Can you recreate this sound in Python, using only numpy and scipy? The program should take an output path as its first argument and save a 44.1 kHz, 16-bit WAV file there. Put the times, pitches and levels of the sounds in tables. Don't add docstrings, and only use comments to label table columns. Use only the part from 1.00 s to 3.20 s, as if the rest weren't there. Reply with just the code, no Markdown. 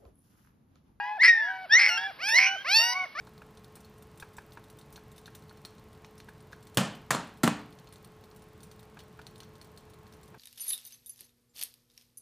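import sys
import numpy as np
from scipy import signal
from scipy.fft import rfft, irfft
from scipy.io import wavfile
from scipy.ndimage import uniform_filter1d

SR = 44100
rng = np.random.default_rng(int(sys.argv[2]) if len(sys.argv) > 2 else 0)


def generate_wav(signal):
    frames = np.transpose(np.atleast_2d(signal))
    scaled = np.clip(frames, -1, 1) * 32767
    pcm = np.round(scaled).astype(np.int16)
    wavfile.write(sys.argv[1], SR, pcm)


def gain_from_db(level_db):
    decades = np.asarray(level_db, float) / 20
    return 10 ** decades


N = 97020
EDGE_S = 0.007
JITTER = 0.0015

# frequency in Hz, gain in dB.
HIGH_COLOUR = [(500, -18.5), (900, -0.6), (1700, 7), (2500, 8), (3600, -5.5), (4700, 5), (5800, 1.5),
               (7200, -27), (10000, -20.5), (13000, -17.5)]


def evened(x):
    return x / np.sqrt(np.mean(x ** 2) + 1e-20)


def read(points, hz):
    f, value = np.transpose(points)
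    return np.interp(np.log1p(hz), np.log1p(f), value)


def add(mix, start_s, sound):
    part = mix[max(round(start_s * SR), 0):][:len(sound)]
    part += sound[:len(part)]


def wobble(shape, size):
    noise = rng.standard_normal(shape)
    return evened(uniform_filter1d(uniform_filter1d(noise, size), size))


def yelper():
    # time in s, pitch in Hz, second harmonic in dB.
    rises = [
        [(.185, 830, -44), (.203, 906, -26.5), (.232, 1134, -10.5)],
        [(.692, 770, -41), (.73, 906, -15.5), (.752, 942, -14), (.792, 1116, -18)],
        [(1.28, 732.2, -40), (1.36, 1010, -19), (1.392, 1132, -16.5)],
    ]
    # time in s, pulse rate in Hz, level in dB, mouth resonance in Hz.
    rasps = [
        [(.231, 320, -17.5, 1965), (.25, 333.2, -11.5, 2047), (.268, 350.4, -17.5, 2083),
         (.305, 334, -24.5, 2340)],
        [(.789, 237.8, -18.5, 1994), (.828, 233.3, -19, 2140), (.848, 174.3, -21, 2110),
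         (.868, 102.6, -19, 2140), (.905, 123.2, -32, 2150)],
        [(1.385, 244.4, -15.5, 2070), (1.41, 249.8, -21, 2215), (1.47, 199.1, -22.5, 2360),
         (1.51, 199, -43, 2390)],
    ]
    # time in s, pitch in Hz, fundamental in dB.
    whistles = [
        [(.274, 1912, -14.5), (.3, 1881, -13), (.35, 1830, -24), (.5, 1629, -33), (.522, 1570, -31.5)],
        [(.88, 1569, -32), (.905, 1406, -34.5), (.96, 1397, -37), (.99, 1315, -40.5)],
        [(.972, 1583, -25), (1.0, 1664, -36), (1.07, 1706, -33.5), (1.088, 1570, -55)],
        [(1.46, 1445, -36.5), (1.55, 1500, -41.5), (1.628, 1620, -43.5)],
        [(1.92, 1020, -41.5), (1.98, 1140, -36.5), (2.05, 1070, -47.5)],
    ]
    rise_bright = [1, 0.54, 6.7]
    whistle_bright = [-15.5, -2, -4.5, -12, -20.5]
    rasp_bright = [2.5, 1.5, 0.5]
    rasp_jitter = [.02, .025, .12]
    rise_odd_db = [-12.5, -17, -9.5]
    whistle_even_db = [6.5, 10, 8.5, 18, 18.5]
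    # frequency in Hz, gain in dB.
    rise_colour = [(1100, -25), (1600, -19), (2050, -6), (3100, -24), (4200, -24.5), (5400, -22),
                   (6200, -21.5), (7200, -52.5), (9000, -53.5), (13000, -60)]
    breathy = 0.035
    out = np.zeros(N)
    for rows, bright, odd_db in zip(rises, rise_bright, rise_odd_db):
        add(out, *cry(rows, rise_colour, bright, JITTER, noise=breathy, other_db=odd_db, order=2))
    for rows, jitter, bright in zip(rasps, rasp_jitter, rasp_bright):
        add(out, *rasp(rows, jitter, bright))
    for rows, bright, even_db in zip(whistles, whistle_bright, whistle_even_db):
        add(out, *cry(rows, HIGH_COLOUR, bright, jitter=0.003, shimmer=0.15, noise=breathy, other_db=even_db))
    return out


def rasp(rows, jitter, bright):
    # multiple of the mouth resonance, width in Hz, relative level in dB.
    rings = [(1, 298, 2.5), (2.12, 220, -18), (2.5, 230, -12), (4.4, 1400, -27.5)]
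    shimmer, air_level = 0.15, 0.08
    s, rate_hz, db, mouth_hz = np.transpose(rows)
    t = np.arange(s[0], s[-1], 1 / SR)
    rate_hz, db, mouth_hz = (np.interp(t, s, column) for column in (rate_hz, db, mouth_hz))
    drift = wobble(SR // 2, size=150)[:len(t)]
    size = wobble(SR // 2, size=80)[:len(t)]
    air = rng.standard_normal(len(t))

    cycles = 0.7 + np.cumsum(rate_hz * (1 + jitter * drift)) / SR
    slaps = np.diff(cycles // 1, prepend=0) * (1 + shimmer * size)
    puffs = air_level * np.exp(-2 * (cycles % 1)) * air
    drive = slaps + puffs

    phase = 2 * np.pi * np.cumsum(mouth_hz) / SR
    out = np.zeros(len(t))
    for multiple, width_hz, ring_db in rings:
        turn = np.exp(1j * multiple * phase)
        r = np.exp(-np.pi * width_hz / SR)
        onset = signal.lfilter([1 - r * r], [1, -r * r], drive / turn)
        ring = (turn * signal.lfilter([1], [1, -r], onset)).real
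        out += gain_from_db(ring_db + bright * np.log2(multiple)) * ring
    out = signal.sosfilt(signal.butter(4, 1000, "high", fs=SR, output="sos"), out)
    out = out / np.sqrt(uniform_filter1d(out ** 2, size=900, mode="reflect") + 1e-12)
    return s[0], out * gain_from_db(db) * np.clip((s[-1] - t) / EDGE_S, 0, 1)


def cry(rows, colour, bright, jitter, shimmer=0.14, noise=0., other_db=0., order=1):
    effort_bright = 0.55
    wander_db, breath_db = 3, -33
    s, hz, db = np.transpose(rows)
    t = np.arange(s[0], s[-1], 1 / SR)
    hz = uniform_filter1d(np.interp(t, s, hz), size=600, mode="nearest")
    db = np.interp(t, s, db)
    draws = SR // 2
    cycles = np.cumsum(hz * (1 + jitter * wobble(draws, size=120)[:len(t)])) / SR
    k = np.arange(1, 60)[:, None]

    base_hz = hz * order
    octaves = np.log2(np.maximum(k * hz / base_hz, 1))
    tilt_db = (bright + effort_bright * (db - db.max())) * octaves
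    gain = gain_from_db(read(colour, k * hz) - read(colour, base_hz) + tilt_db)
    gain *= (k * hz < 15000) * gain_from_db(other_db * ((k - order) % 2))
    wander = wobble((59, draws), size=3000)[:, :len(t)]
    gain *= gain_from_db(wander_db * wander * (k > order))

    puffs = evened(wobble((59, draws), size=60)[:, :len(t)])
    fringe = (gain_from_db(breath_db) * np.sqrt(k) + noise * (k - order) ** 2) * puffs
    blurred = (1 + fringe) / np.sqrt(1 + (fringe ** 2).mean(1, keepdims=True))
    tones = np.cos(2 * np.pi * k * cycles + k ** 2)
    sound = (gain * blurred * tones).sum(0) * np.sqrt(2)

    since_start = (t - s[0]) + (s[0] < 0.003)
    until_end = s[-1] - t + (s[-1] > 2.195)
    edge = np.clip(np.minimum(since_start, until_end) / EDGE_S, 0, 1)
    flutter = 1 + shimmer * wobble(draws, size=150)[:len(t)]
    return s[0], sound * np.sin(edge * np.pi / 2) ** 2 * gain_from_db(db) * flutter


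def whiner(cries, brights, colour):
    breathy = 0.006
    out = np.zeros(N)
    for rows, bright in zip(cries, brights):
        add(out, *cry(rows, colour, bright, JITTER, noise=breathy * max(-bright, 0)))
    return out


def low_whiner():
    # time in s, pitch in Hz, fundamental in dB.
    cries = [
        [(0.0, 821.3, -35.5), (0.172, 851.3, -36)],
        [(0.375, 561.0, -64.5), (0.493, 760.6, -41.5), (0.65, 751, -42.5)],
        [(0.85, 452, -56.5), (0.92, 737, -47), (1.098, 791.6, -41.5)],
        [(1.325, 554, -48), (1.385, 758, -42.5), (1.552, 789, -39.5)],
        [(1.78, 568.0, -45.5), (1.84, 746, -44.5), (2.045, 740, -41.5)],
    ]
    brights = [-7, -4.5, -4, -4, -1.5]
    # frequency in Hz, gain in dB.
    colour = [(500, -4), (2300, 0), (3100, -17), (6000, -26), (7200, -50), (10000, -36), (13000, -45)]
    fall_s, fall_fraction, fall_db = 0.022, 0.3, -10
    falling = []
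    for rows in cries:
        s, hz, db = rows[-1]
        falling.append(list(rows) + [(s + fall_s, hz * (1 - fall_fraction), db + fall_db)])
    return whiner(falling, brights, colour)


def high_whiner():
    # time in s, pitch in Hz, fundamental in dB.
    cries = [
        [(0, 925, -41.5), (.096, 1021, -42), (.135, 1000, -51)],
        [(.285, 649, -63.5), (.36, 833, -48), (.45, 952, -45.5), (.58, 965, -49.5)],
        [(.73, 592, -55.5), (.8, 797, -46), (1.045, 941, -46)],
        [(1.185, 495, -62.5), (1.23, 741, -48.5), (1.295, 882, -42), (1.4, 990.7, -43), (1.5, 1081, -48.5)],
        [(1.642, 481.3, -56.5), (1.692, 727, -43), (1.76, 897, -35.5), (1.935, 981.5, -40), (1.975, 960, -94.5)],
        [(2.148, 573, -54.5), (2.168, 588, -54.5), (2.2, 792, -44.5)],
    ]
    brights = [-11, -8, -5, 1.5, 2, -1.5]
    return whiner(cries, brights, HIGH_COLOUR)


def room(x):
    # frequency in Hz, time to fall 60 dB in s.
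    t60 = [(500, .38), (6000, .42)]
    same = 0.6
    taps = np.zeros((2, SR // 2))
    at = np.arange(200, SR // 2 - 20, 20) + rng.integers(0, 20, (2, (SR // 2 - 201) // 20))
    np.put_along_axis(taps, at, rng.choice([-1., 1.], at.shape), 1)
    taps[1] = same * taps[0] + np.sqrt(1 - same ** 2) * taps[1]
    hz, t, z = signal.stft(taps, SR, nperseg=256)
    decay = gain_from_db(-60 * t / read(t60, hz)[:, None])
    tail = signal.istft(z * decay, SR, nperseg=256)[1]
    return signal.fftconvolve(x, tail / np.linalg.norm(tail[0]), axes=1)[:, :N]


def hush():
    # frequency in Hz, relative density in dB per Hz.
    spectrum = [(25, -41), (60, -15.5), (800, -13), (5000, -20), (7300, -69), (11000, -29.5)]
    # time in s, gain in dB over the base level.
    swell = [(0, 3.5), (1.15, 12.5), (2.2, 11)]
    base_db, same = -65.5, 0.97
    hz = np.fft.rfftfreq(N, 1 / SR)
    a, b = rng.standard_normal((2, N))
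    pair = rfft([a, same * a + np.sqrt(1 - same ** 2) * b])
    pair = irfft(pair * gain_from_db(read(spectrum, hz)), N)
    return evened(pair) * gain_from_db(base_db + np.interp(np.arange(N) / SR, *np.transpose(swell)))


def scene():
    # time in s, left minus right in dB.
    pan = [(0, 1.3), (.9, 0), (1.3, -2.6), (2.2, -.6)]
    turn_db = np.interp(np.arange(N) / SR, *np.transpose(pan))
    sides = np.array([[0.5], [-0.5]])
    high_pan_db, room_db = 0.9, -12
    near = (yelper() + low_whiner()) * gain_from_db(sides * turn_db)
    near = near + high_whiner() * gain_from_db(sides * (high_pan_db + turn_db))
    return near + gain_from_db(room_db) * room(near) + hush()


def top_cut(x):
    return signal.sosfilt(signal.butter(12, 13140, fs=SR, output="sos"), x)


def record(dry):
    # frequency in Hz, lead of the left port in radians.
    lead = [(0, 0), (3790, .7), (5500, .5), (6550, 3), (9820, 7.5), (12700, 8)]
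    edge_hz = 13100
    hz = np.fft.rfftfreq(2 * N, 1 / SR)
    turn = np.exp(0.5j * read(lead, hz) * np.array([[1], [-1]]))
    low_pass = 1 / (1 + (hz / edge_hz) ** 60)
    ports = irfft(rfft(dry, 2 * N) * turn * low_pass, 2 * N)[:, :N]
    return top_cut(ports)


dry = scene()
out = record(dry)
generate_wav(out)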